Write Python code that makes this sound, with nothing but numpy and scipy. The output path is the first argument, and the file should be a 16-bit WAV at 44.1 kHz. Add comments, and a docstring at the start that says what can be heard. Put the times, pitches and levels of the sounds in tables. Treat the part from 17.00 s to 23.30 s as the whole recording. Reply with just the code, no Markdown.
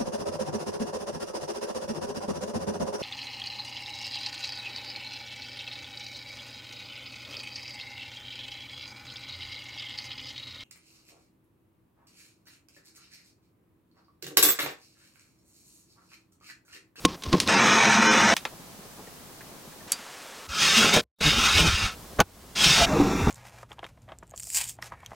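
"""A wooden kitchen table, close up, where chocolate puddings are being made. A blender jar is knocked
about, its lid is pressed home, and the blades churn batter for a second. Batter pours quietly into foil
cups, popping with air pockets, and a jug clinks. A metal baking tray slides over the table three times,
the wood grain plucking the sheet into a ringing scrape. A glass plate is knocked down and grinds
across the wood. Faint room air lies underneath."""
import sys
import numpy as np
from scipy import signal
from scipy.fft import rfft, irfft
from scipy.io import wavfile
from scipy.ndimage import uniform_filter1d

SR = 44100
rng = np.random.default_rng(int(sys.argv[2]) if len(sys.argv) > 2 else 0)


def inscribe(sig):
    """Save sig as 16-bit PCM at rate SR to the path in sys.argv[1].

    A 1-D sig is mono; a 2-D sig holds one channel per row.
    Samples are clipped to [-1, 1] before scaling.
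    """
    pcm = np.round(np.clip(np.atleast_2d(sig).T, -1, 1) * 32767)
    wavfile.write(sys.argv[1], SR, pcm.astype(np.int16))


N = 277830
TIME = np.arange(N) / SR

# EQ of the churning batter: f/Hz, level/dB
CHURN_EQ = [(25, -26), (72, -15), (135, 0.5), (220, 0), (380, -1), (950, 4.5), (2400, 1), (2800, -3.5),
            (3500, -3), (4050, -5.5), (4400, -12), (4900, -11), (5400, -5.5), (6550, -4), (6850, -11.5),
            (7300, -19.5), (8200, -14), (9600, -29), (11500, -34), (15500, -38.5)]
# body of the filled jar: f/Hz, width/Hz, level/dB
JAR_RESONANCES = [(217.2, 19, 7), (318, 5.3, -6.5), (441, 22, -2.5), (519, 8.8, -2.5), (675, 35, 0),
                  (913, 11, 2.5), (1160, 32, -20), (1300, 45, 1.5), (1500, 13, -0.5), (1794, 28, -24),
                  (1900, 21, -1.5), (2007, 40, -24), (2500, 26, -0.5)]
def blender(start=0.485, end=1.338, level_db=-18, spin_up_s=0.18, spin_up_db=2, lift_db=1):
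    """The blades tear the batter into a dense spatter that booms in the jar."""
    spin_up_left = np.clip(1 - (TIME - start) / spin_up_s, 0, 1)
    level = gate(start, end) * from_db(level_db - spin_up_db * spin_up_left)
    drops = grains(per_s=22000, spread_db=2.5, clump_db=1.5, clump_rate=260)
    spatter = colour(drops + from_db(1) * shifting(drops, t60=0.076, rate=12), CHURN_EQ)
    slaps = grains(per_s=5000, spread_db=2, clump_db=3.5, clump_rate=250)
    boom = resonate(slaps, JAR_RESONANCES, wander_db=2.2, wander_rate=22.1)
    jar_band = signal.butter(3, [140, 3500], "band", fs=SR, output="sos")
    boom = signal.sosfilt(jar_band, boom)
    tones, share = tone_clusters()
    churn = (from_db(-1) * spatter + from_db(-5.5) * boom + tones) / np.sqrt(1 + share ** 2)
    lift = from_db(lift_db * np.tanh(share / 2))   # slightly louder during a tone cluster
    return level * lift * evened(churn, 0.037)


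# tone clusters: t/s, half length/s, level over the churn/dB, pitch ratio
TONE_CLUSTERS = [(.565, .02, 5, .88), (.617, .012, 2, 1.12), (.722, .015, 0, .97), (.868, .018, -1, 1.04),
                 (1.093, .021, 10, 1), (1.238, .014, -1, 1.02)]
# their partials at pitch ratio 1: f/Hz, level/dB
CLUSTER_PARTIALS = [(220, 1.5), (320, -2), (420, -2), (520, -2), (930, 0), (1060, -3.5), (1290, -3.5),
                    (1540, 2.5), (1710, -5), (1920, -3.5), (2110, -7), (2410, 0), (2920, -10.5), (3030, -3),
                    (3480, -14), (3990, -14), (4170, -13.5), (5180, -11), (5500, -5), (5750, -8.5),
                    (5950, -12), (6330, -9), (6680, -10)]
def tone_clusters(uneven_db=1.5):
    """Brief ringing tone clusters in the churning noise; returns the tones and their share over time."""
    tones, share = np.zeros(N), np.zeros(N)
    hz, partial_db = np.transpose(CLUSTER_PARTIALS)
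    for s, half, db, pitch in TONE_CLUSTERS:
        near = np.abs(TIME - s) < 3 * half
        sizes = from_db(partial_db + uneven_db * rng.standard_normal(len(hz)))
        cycles = np.outer(pitch * hz, TIME[near]) + rng.random((len(hz), 1))
        swell = from_db(db) * bell(s, half)
        tones[near] += swell[near] * rms_one(sizes @ np.sin(2 * np.pi * cycles))
        share += swell
    return tones, share


# handling knocks: t/s, level/dB, hardness/(dB per octave), t60/s
JAR_KNOCKS = [(.0502, 18.5, -1.5, 0.013), (.0525, 7.5, 8, 0.024), (.057, 2, -1, .012), (.091, -14, 2, .015),
              (.131, -16, -1, 0.036), (.222, -8.5, 3, 0.041), (.2355, -3.5, 5, 0.048),
              (.3285, 12.5, 0, 0.034), (.337, 7.5, -6.5, 0.076), (.3475, 5.5, -4, 0.03),
              (.371, -14, 5, .015), (.4012, 7.5, 7.5, 0.021), (.4035, -1.5, 8.5, 0.21),
              (.4755, 3, 4.5, 0.016)]
# knock EQ: f/Hz, level/dB
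JAR_EQ = [(80, -31), (230, 12.5), (900, -5), (4000, -1), (11000, -28), (16000, -60)]
# jar ring: f/Hz, level/dB, t60/s
JAR_MODES = [(180, -1, 0.09), (300, -5, .05), (490, -7, 0.07), (1075, 3, 0.098)]
def jar_knocks():
    """The handled jar answers each knock with a short, low ring."""
    return blows(JAR_KNOCKS, JAR_EQ, JAR_MODES, ring_db=-36, scatter=2.4)


# presses on the lid: start/s, end/s, level/dB
LID_RUBS = [(0.048, 0.136, -35), (0.254, 0.338, -38.5), (0.332, 0.488, -30.5)]
# rub EQ: f/Hz, level/dB
LID_EQ = [(24, -36), (40, 1.5), (298, 4.5), (746, -12), (1060, -1.5), (1390, -13.5), (3220, -12.5),
          (5430, -13), (15000, -56)]
def lid_rubs():
    """Pressed home, the lid creeps over the rim of the jar in small catches."""
    level = sum(from_db(db) * gate(start, end, fade=0.028) for start, end, db in LID_RUBS)
    catches = grains(per_s=3100, spread_db=1.5, clump_db=4.5, clump_rate=57.3)
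    return level * colour(catches, LID_EQ)


# the tray bites harder or skids: t/s, half length/s, scrape boost/dB, rub and judder boost/dB
TRAY_BITES = [(3.62, 0.018, 2, 2), (3.678, 0.19, 0.5, -7), (3.779, 0.02, 4, -4), (3.825, 0.068, 1, 6),
              (3.926, 0.035, -3, -1.5), (3.944, 0.015, 7.5, 9), (4.212, 0.014, -0.5, 3),
              (4.292, 0.028, 1.5, -3), (4.348, 0.035, -2.5, -1), (4.461, 0.018, 3.5, 2),
              (4.512, 0.056, 1.5, -5), (4.592, 0.04, 7, 6.5), (4.644, 0.033, -1, 6.5),
              (4.674, 0.018, 5.5, 5), (4.75, 0.049, 0.5, -5.5), (4.844, 0.018, 1.5, 0),
              (5.646, 0.0061, 5.5, -1), (5.703, 0.045, 2.5, -5), (5.81, 0.031, 0.5, 5)]
# ring of the sheet metal, mids and highs: f/Hz, level/dB
TRAY_MODES = [(1066, -40.5), (1290, -36), (1480, -45), (2126, -44), (2500, -38.5), (2790, -29), (3005, -50),
              (3300, -32), (3650, -30), (3720, -31), (3860, -34)]
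TRAY_HIGH_MODES = [(4200, -46), (4690, -37), (5017, -28.5), (5157, -51.5), (5320, -51), (5480, -31),
                   (5750, -34), (6200, -30), (6370, -39), (6573, -37), (6918, -50.5), (7730, -46)]
# EQs of scrape, hiss and judder: f/Hz, level/dB
SCRAPE_EQ = [(400, -26), (900, -1.5), (1350, 2.5), (1900, 3.5), (2600, 8), (3700, 1.5), (4400, -29),
             (6000, -58)]
TRAY_HISS_EQ = [(2500, -24.5), (4200, 1), (5300, 3), (7000, -4), (9000, -10.5), (10500, -20), (15500, -23)]
JUDDER_EQ = [(70, -18), (125, 6.5), (165, 13), (215, 13), (300, 3), (420, 3), (900, -41), (3000, -56.5)]
# hollow body of the rub: f/Hz, width/Hz, level/dB
RUB_RESONANCES = [(449, 87, 4), (564, 24, 0.5), (694, 110, 3), (822, 85, 6)]
def tray_slides():
    """Wood grain plucks the sheet metal: a scrape with ringing modes, over hollow rub and low judder."""
    scrape, ring, hiss, rub, judder, rumble = stroke_gains()
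    bite, weight = from_db(sum(np.outer([db, low_db], bell(s, half))
                               for s, half, db, low_db in TRAY_BITES))
    plucks = grains(per_s=7000, spread_db=-1, clump_db=-0.5, clump_rate=97)
    plucks = plucks + from_db(7) * shifting(plucks, t60=0.13, rate=9)
    catches = grains(per_s=2900, spread_db=-1, clump_db=-0.5, clump_rate=150)
    sheet_modes = [(hz, 14 + hz / 170, db) for hz, db in TRAY_MODES]
    edge_modes = [(hz, 32, db) for hz, db in TRAY_HIGH_MODES]
    sheet = resonate(catches, sheet_modes, wander_db=5, wander_rate=20)
    edge = resonate(catches, edge_modes, wander_db=5.5, wander_rate=20)
    slips = grains(per_s=760, spread_db=2.5, clump_db=10.5, clump_rate=71)
    return (bite * scrape * from_db(-2.5) * evened(colour(plucks, SCRAPE_EQ), 0.04)
            + bite * ring * from_db(-5) * evened(sheet, 0.039)
            + bite * hiss * evened(colour(plucks, TRAY_HISS_EQ) + from_db(-6.5) * edge, 0.049)
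            + weight * rub * evened(resonate(catches, RUB_RESONANCES, wander_db=3.5), 0.049)
            + weight * judder * evened(colour(slips, JUDDER_EQ), 0.013)
            + rumble * table_rumble())


# tray strokes: start/s, end/s, attack/s, release/s, level/dB, sag/(dB per s), dulling/(dB per s),
# then relative to that level: hiss/dB, rub/dB, judder/dB, rumble/dB
TRAY_STROKES = [(3.493, 4.005, 0.14, 0.026, -22, 2, 8.5, -3.5, -10, -10, -29),
                (4.213, 4.948, 0.041, 0.085, -25.5, 11.5, -0.5, -5, -14, -11.5, -14),
                (5.56, 5.851, 0.071, 0.0032, -21.5, -0.5, 11, -2, -11, -13, -20)]
def stroke_gains(attack_db_per_s=151, release_db_per_s=239, ring_lag=0.31):
    """Envelopes of the tray's layers: a stroke swells, sags and dies; dulling trades hiss for rub."""
    out = 0
    for start, end, attack, release, db, sag, dulling, *layer_db in TRAY_STROKES:
        hiss, rub, judder, rumble = from_db(layer_db)
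        t = np.clip(TIME, start, end)
        from_middle = t - (start + end) / 2
        attack_db = attack_db_per_s * np.maximum(start + attack - t, 0)
        release_db = release_db_per_s * np.maximum(t - end + release, 0)
        scrape = gate(start, end, fade=0.0096) * from_db(db - sag * from_middle - attack_db - release_db)
        dull = from_db(dulling * from_middle)
        ring = scrape * dull ** ring_lag   # the sheet rings out as the stroke goes on
        out += np.array([scrape, ring, scrape * hiss / dull, scrape * rub * dull,
                         scrape * judder, scrape * rumble])
    return out


# notes of the tray's rim: t/s, half length/s, f/Hz, width/Hz, level/dB
RIM_NOTES = [(3.54, 0.044, 1310, 90, -39.5), (3.614, 0.057, 1320, 89.6, -35), (3.807, .04, 3330, 70, -30),
             (3.838, 0.026, 1450, 150, -23.5), (4.273, 0.037, 3720, 110, -24),
             (4.462, 0.096, 1330, 100, -26.5), (4.465, .04, 2560, 200, -40), (4.58, .025, 2530, 60, -26.5),
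             (4.597, 0.023, 2980, 110, -21), (4.696, 0.048, 1350, 89, -30.5),
             (4.86, 0.054, 1320, 90, -33.5), (5.623, 0.04, 3330, 60, -26.5), (5.673, 0.037, 3670, 70, -26)]
def tray_rim():
    """Hollow metallic notes come and go as different parts of the rim catch on the wood."""
    friction = rng.standard_normal(N)
    return sum(from_db(db) * bell(s, half) * evened(resonate(friction, [(hz, width, 0)]), 0.05)
               for s, half, hz, width, db in RIM_NOTES)


# bumps: t/s, level/dB, hardness/(dB per octave), t60/s
TRAY_BUMPS = [(3.784, -2, -4, 0.033), (3.843, 6, -3.5, .02), (3.94, 2, 6.5, 0.024),
              (3.964, 15.5, 0.5, 0.024), (3.972, 16.5, -2, 0.067), (4.21, 4, -0.5, 0.034),
              (4.587, 4, -3, 0.02)]
# bump EQ: f/Hz, level/dB
BUMP_EQ = [(80, -12.5), (230, -1.5), (550, 1.5), (1000, -6.5), (3000, -3.5), (11000, -18), (16000, -33)]
# bump ring: f/Hz, level/dB, t60/s
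BUMP_MODES = [(229, -1, 0.039), (470, -1.5, 0.082), (604, 0.5, 0.071), (1043, -7, .08)]
def tray_bumps():
    """The tray bumps on the table with a low clunk."""
    return blows(TRAY_BUMPS, BUMP_EQ, BUMP_MODES, ring_db=-37, scatter=2)


# glass on wood: t/s, level/dB, hardness/(dB per octave), t60/s
PLATE_KNOCKS = [(5.1875, 2, -5, 0.03), (5.1905, 8.5, -6.5, 0.022), (5.1932, 17, -5, 0.033),
                (5.2023, 25, 2.5, 0.049), (5.2085, 14.5, -5.5, 0.014), (5.213, 14, -3, 0.013),
                (5.218, 2, 3, .012), (6.272, 1.5, -12, 0.032), (6.294, 0, -10, 0.034)]
# knock EQ: f/Hz, level/dB
PLATE_EQ = [(80, -22), (230, -6), (900, 0), (4000, -15), (11000, -33), (16000, -29)]
# damped ring of the glass: f/Hz, level/dB, t60/s
PLATE_MODES = [(222, -6, 0.028), (830, 1, 0.03), (1180, -5, .035), (1490, 0, 0.04), (2760, -18, 0.035),
               (3640, -15, 0.033), (6320, -5, 0.011)]
def plate_knocks():
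    """The plate lands in a tight cluster of hits, then thuds softly at the end of its push."""
    return blows(PLATE_KNOCKS, PLATE_EQ, PLATE_MODES, ring_db=-37, scatter=1.7)


# envelope of the grind: t/s, level/dB
PLATE_PUSH = [(5.86, -32.5), (5.93, -24.5), (6.015, -19), (6.06, -24), (6.19, -28.5), (6.255, -30),
              (6.3, -26)]
# EQs of grind and hiss: f/Hz, level/dB
GRIND_EQ = [(70, -12), (140, 0), (220, 1.5), (290, -1), (420, -4), (580, -16), (1150, -12), (1600, -31),
            (4000, -72)]
PLATE_HISS_EQ = [(700, 3.5), (1400, 5), (1750, -1.5), (2650, 2), (3000, -18), (3600, -2.5), (4400, -12),
                 (5700, -7), (7200, -11.5), (9000, -22), (15500, -23)]
# low and high resonances of the sliding plate: f/Hz, width/Hz, level/dB
PLATE_LOWS = [(270, 14, 11.5), (630, 25, -5), (763, 22, 3), (1197, 22, 1)]
PLATE_HIGHS = [(1914, 28, 0), (2680, 46, 14), (3330, 130, -5), (6740, 260, -9)]
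def plate_push(hiss_db=-31.5, rumble_db=-38):
    """Heavy glass grinds dully over the wood, with a faint ringing hiss."""
    times, push_db = np.transpose(PLATE_PUSH)
    push = gate(times[0], times[-1], fade=0.0025) * from_db(np.interp(TIME, times, push_db))
    moving = gate(times[0], times[-1])
    bumps = grains(per_s=3500, spread_db=1, clump_db=2, clump_rate=78)
    grit = grains(per_s=8700, spread_db=1.5, clump_db=1, clump_rate=370)
    body = from_db(-3.5) * resonate(bumps, PLATE_LOWS, wander_db=1.5)
    grind = evened(colour(bumps, GRIND_EQ) + body, 0.069)
    hiss = colour(grit + shifting(grit, t60=0.11, rate=10), PLATE_HISS_EQ)
    ring = from_db(-11.5) * resonate(grit, PLATE_HIGHS, wander_db=3.5)
    sheen = from_db(hiss_db) * rms_one(hiss + ring)
    return push * grind + moving * (sheen + from_db(rumble_db) * table_rumble())


# groans of tray and plate: t/s, half length/s, f/Hz, level/dB, fall per harmonic/dB
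GROANS = [(3.788, 0.019, 230, -23, 25), (4.274, 0.021, 149.2, -24, 6), (4.38, 0.013, 232, -30, 19),
          (4.635, 0.035, 161.3, -24, 9.5), (5.67, 0.009, 160, -23, 10.5), (5.709, .01, 151, -24.5, 20),
          (5.826, 0.028, 701, -21, 29), (5.927, 0.024, 630, -27.5, 28), (5.97, .012, 470, -23.5, 22),
          (6.012, 0.016, 303, -19.5, 26)]
def groans():
    """A dragged rim sticks and slips on the wood at an unsteady rate for a moment."""
    out = np.zeros(N)
    for s, half, hz, db, fall_db in GROANS:
        near = np.abs(TIME - s) < 3 * half
        waver = rms_one(uniform_filter1d(rng.standard_normal(near.sum()), 200))
        phase = 2 * np.pi * np.cumsum(hz * (1 + 0.036 * waver)) / SR
        tone = np.sqrt(2) * sum(from_db(-fall_db * k) * np.sin((k + 1) * phase) for k in range(4))
        out[near] += from_db(db) * bell(s, half)[near] * tone
    return out


# jolts of the table top: t/s, level/dB
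JOLTS = [(.285, -30.5), (3.505, -38.5), (3.96, -38), (4.275, -29.5), (4.39, -25.5), (4.565, -22),
         (4.62, -22.5), (4.685, -22), (4.745, -25), (4.845, -25.5), (5.675, -30), (5.825, -26),
         (5.935, -38), (6.012, -29), (6.24, -22.5), (6.285, -31)]
def table_jolts():
    """The table's rumble swells briefly as things are pressed on it or dragged over it."""
    return table_rumble() * sum(from_db(db) * bell(s, half=0.018) for s, db in JOLTS)


# low end of the table: f/Hz, level/dB
RUMBLE_EQ = [(15, -32.5), (32, -9), (55, -2.5), (85, -2.5), (120, -17.5), (220, -40), (800, -69)]
def table_rumble():
    """The shaking table top gives a deep, even noise."""
    return evened(colour(rng.standard_normal(N), RUMBLE_EQ), 0.017)


# taps on the cups: t/s, level/dB, hardness/(dB per octave), t60/s
FOIL_TAPS = [(1.3662, 5, 3, 0.015), (1.368, 0, 3, 0.056), (1.377, -6.5, 3.5, 0.15), (1.4522, 8, -4, 0.028),
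             (1.458, -1, -4.5, 0.14)]
# tap EQ: f/Hz, level/dB
FOIL_EQ = [(80, -42), (230, -16), (900, 0.5), (4000, 1), (11000, -18.5), (16000, -29)]
# foil ring: f/Hz, level/dB, t60/s
FOIL_MODES = [(2520, 8, 0.08), (5600, -7, 0.05), (6100, -8, 0.05)]
def foil_cups():
    """Tapped foil gives a crisp tick with a faint, thin ring."""
    return blows(FOIL_TAPS, FOIL_EQ, FOIL_MODES, ring_db=-49, scatter=1.4)


# clinks: t/s, level/dB, hardness/(dB per octave), t60/s
JUG_CLINKS = [(2.9193, 2, 2, 0.0093), (2.921, 3.5, 2, 0.011), (2.927, 1, -1, 0.084), (2.988, -9, -5.5, .03)]
# clink EQ: f/Hz, level/dB
JUG_EQ = [(80, -27.5), (230, -5.5), (900, -8), (4000, -2), (11000, 3), (16000, -29)]
# jug ring: f/Hz, level/dB, t60/s
JUG_MODES = [(3811, -9, .08), (4700, -2, 0.11), (5024, -14, .3), (6350, -10, 0.08), (7267, -2, 0.07),
             (11100, -1.5, 0.035)]
def jug_clinks():
    """Light contacts set the jug's high modes ringing."""
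    return blows(JUG_CLINKS, JUG_EQ, JUG_MODES, ring_db=-36, scatter=6.2)


# pops in the poured batter: t/s, f/Hz, level/dB
POPS = [(1.972, 1050, -55), (2.068, 1820, -53), (2.072, 486, -45), (2.406, 1780, -45.5), (2.718, 1780, -52),
        (2.803, 1720, -52), (3.06, 980, -49)]
def batter_pops(swell_s=0.0053, blur_hz=130):
    """Each air pocket gives a short wet pop, its pitch blurred by the thick batter."""
    out, fizz = np.zeros(N), rng.standard_normal(N)
    for s, hz, db in POPS:
        age = np.clip((TIME - s) / swell_s, 0, 30)
        note = evened(resonate(fizz, [(hz, blur_hz, 0)]), 0.0088)
        out += from_db(db) * age * np.exp(1 - age) * note
    return out


# stretches of the bed: start/s, end/s, rumble/dB, murmur/dB, hiss/dB, stereo width/dB
BED = [(0, 0.488, -57, -48.5, -47.5, -30), (1.34, 2.885, -65, -51.5, -50.5, -1.5),
       (2.897, 4.037, -80, -60.5, -52.5, -19.5), (4.189, 4.917, -69, -57.5, -62, -12),
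       (4.918, 5.55, -51, -50, -49, -5)]
# EQs of murmur, room air and rush: f/Hz, level/dB
MURMUR_EQ = [(60, -12.5), (160, 9), (300, 4), (700, -0.5), (1200, -6), (2500, -47)]
AIR_EQ = [(300, 12), (1000, 12.5), (1800, 9.5), (2600, 7.5), (5000, 8), (9000, 6), (15500, 3.5)]
RUSH_EQ = [(59, -52), (110, -27), (297, 1), (337, -6), (399, 0), (462, 1), (1560, -0.5), (7670, -9),
           (15000, -25)]
# the bed ducks after the hardest knocks: t/s, depth/dB
DIPS = [(.055, 8.5), (5.21, 11.5)]
def background(rush_db=-44.5, murmur_width_db=-8.5, recovery_s=0.24):
    """Room air, the murmur of hands and thick batter, and a soft rush as more cups are filled."""
    levels = 0
    for start, end, rumble_db, murmur_db, hiss_db, width_db in BED:
        side_db = [murmur_db + width_db + murmur_width_db, hiss_db + width_db]
        levels += np.outer(from_db([rumble_db, murmur_db, hiss_db, *side_db]), gate(start, end))
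    rumble, murmur, hiss, side_murmur, side_hiss = levels
    rush = from_db(rush_db) * gate(2.88, 3.465, fade=0.0069)
    handling = colour(grains(per_s=910, spread_db=0, clump_db=2, clump_rate=34), MURMUR_EQ)
    air = colour(rng.standard_normal(N), AIR_EQ)
    trickle = grains(per_s=12000, spread_db=2.5, clump_db=1.5, clump_rate=21)
    flow = evened(colour(trickle, RUSH_EQ), 0.049)
    middle = rumble * table_rumble() + murmur * handling + hiss * air + rush * flow
    side = side_hiss * colour(rng.standard_normal(N), AIR_EQ)
    side += side_murmur * colour(rng.standard_normal(N), MURMUR_EQ)
    dip_db = sum(depth * (TIME > s) * np.exp(-np.abs(TIME - s) / recovery_s) for s, depth in DIPS)
    return from_db(-dip_db) * (middle + side * np.array([[1], [-1]]))


def blows(hits, eq, modes, ring_db, scatter, pivot_hz=1500, size=16384):
    """Each contact is a click, a quickly dying clatter and the object's ring; harder is brighter."""
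    t, out = np.arange(size) / SR, np.zeros(N + size)
    edges = np.geomspace(60, 16000, 14)
    bands = [signal.butter(2, pair, "band", fs=SR, output="sos") for pair in zip(edges, edges[1:])]
    for s, strength_db, hardness, t60 in hits:
        hit = np.zeros(size)
        for hz, db, mode_t60 in modes:
            mode_db = ring_db + db + hardness * np.log2(hz / pivot_hz)
            hit += from_db(mode_db - 60 * t / mode_t60) * np.sin(2 * np.pi * hz * t)
        for sos, low, high in zip(bands, edges, edges[1:]):
            hz = np.sqrt(low * high)
            band_t60 = t60 * (hz / 1000) ** -0.15   # lows last longer
            clatter = rng.standard_normal(size) * from_db(-60 * t / band_t60)
            force = scatter * clatter / np.linalg.norm(clatter) + (t == 0)
            band = signal.sosfilt(sos, force + 1e-18)
            band_db = at_hz(eq, hz) + hardness * np.log2(hz / pivot_hz)
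            hit += from_db(band_db) * np.sqrt(2 * (high - low) / SR) * band / np.linalg.norm(band)
        out[round(s * SR):][:size] += from_db(strength_db) * hit
    return out[:N]


def grains(per_s, spread_db, clump_db, clump_rate):
    """Countless tiny impacts of uneven size that come in clumps; rms 1."""
    born = rng.random(N) < per_s / SR
    sizes = from_db(spread_db * np.minimum(rng.exponential(1, N), 4) + clump_db * drift(clump_rate))
    return rms_one(born * sizes * rng.choice([-1, 1], N))


def resonate(x, resonances, wander_db=0, wander_rate=14):
    """Parallel resonances, each fed more or less as the contact moves; rms 1."""
    out = 0
    for hz, width, db in resonances:
        r = np.exp(-np.pi * width / SR)
        ringing = signal.lfilter([1, 0, -1], [1, -2 * r * np.cos(2 * np.pi * hz / SR), r * r], x)
        out += from_db(db + wander_db * drift(wander_rate)) * rms_one(ringing)
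    return rms_one(out)


def shifting(x, t60, rate):
    """Many weak modes whose mix changes as the contact moves."""
    return evened(sum(drift(rate) * diffuse(x, t60) for _ in range(3)), 0.061)


def diffuse(x, t60, size=8192):
    """Countless close modes or echoes, all dying in t60; the power is kept."""
    response = rng.standard_normal(size) * from_db(-60 * np.arange(size) / SR / t60)
    return signal.fftconvolve(x, response / np.linalg.norm(response))[:N]


def widen(x, side_db, t60):
    """Faint early reflections differ between the two sides."""
    return x + from_db(side_db) * diffuse(x, t60) * np.array([[1], [-1]])


def colour(x, eq, size=4096):
    """Minimum-phase filter along an EQ curve; rms 1."""
    hz = np.maximum(np.arange(size // 2 + 1) * SR / size, 1)
    cepstrum = irfft(np.log(from_db(at_hz(eq, hz))))
    cepstrum[1:size // 2] *= 2
    cepstrum[size // 2 + 1:] = 0
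    response = irfft(np.exp(rfft(cepstrum)))
    return rms_one(signal.fftconvolve(x, response)[:N])


def at_hz(eq, hz):
    """Read an EQ curve in dB on a log-frequency axis."""
    known_hz, db = np.transpose(eq)
    return np.interp(np.log(hz), np.log(known_hz), db)


def drift(rate):
    """Random wander with `rate` steps a second; spread 1."""
    steps = rng.standard_normal(4000)
    return np.interp(TIME, np.arange(len(steps)) / rate, steps) * np.sqrt(3 / 2)


def evened(x, seconds):
    """Hold the short-time level at 1, as under a steady push."""
    return x / np.sqrt(np.abs(uniform_filter1d(x * x, max(int(seconds * SR), 2))) + 1e-6)


def gate(start, end, fade=0.0043):
    """Open from start to end, with a short fade on either side."""
    return np.clip(1 + np.minimum(TIME - start, end - TIME) / fade, 0, 1)


def bell(s, half):
    """A brief swell of height 1 around a moment."""
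    return np.exp(-np.minimum(((TIME - s) / half) ** 2, 50))


def from_db(db):
    """Decibels to gain."""
    return 10 ** (np.asarray(db) / 20)


def rms_one(x):
    """Scale to rms 1."""
    return x / np.sqrt(np.mean(x ** 2) + 1e-20)


def scene():
    """Everything sits close and centred; only the foil cups and the bed have some width."""
    jar = jar_knocks() + lid_rubs()
    cups = foil_cups()
    knocks = jug_clinks() + plate_knocks() + tray_bumps()
    dragging = tray_slides() + tray_rim() + plate_push() + groans() + table_jolts()
    centre = blender() + jar + knocks + dragging
    return centre + widen(cups, side_db=-15, t60=0.052) + batter_pops() + background()


def record(dry, ceiling=1.3, cutoff_hz=16100):
    """Soft saturation rounds the peaks and a steep low-pass cuts the top."""
    lowpass = signal.ellip(10, 0.1, 80, cutoff_hz, fs=SR, output="sos")
    return signal.sosfilt(lowpass, ceiling * np.tanh(dry / ceiling))


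dry = scene()
out = record(dry)
inscribe(out)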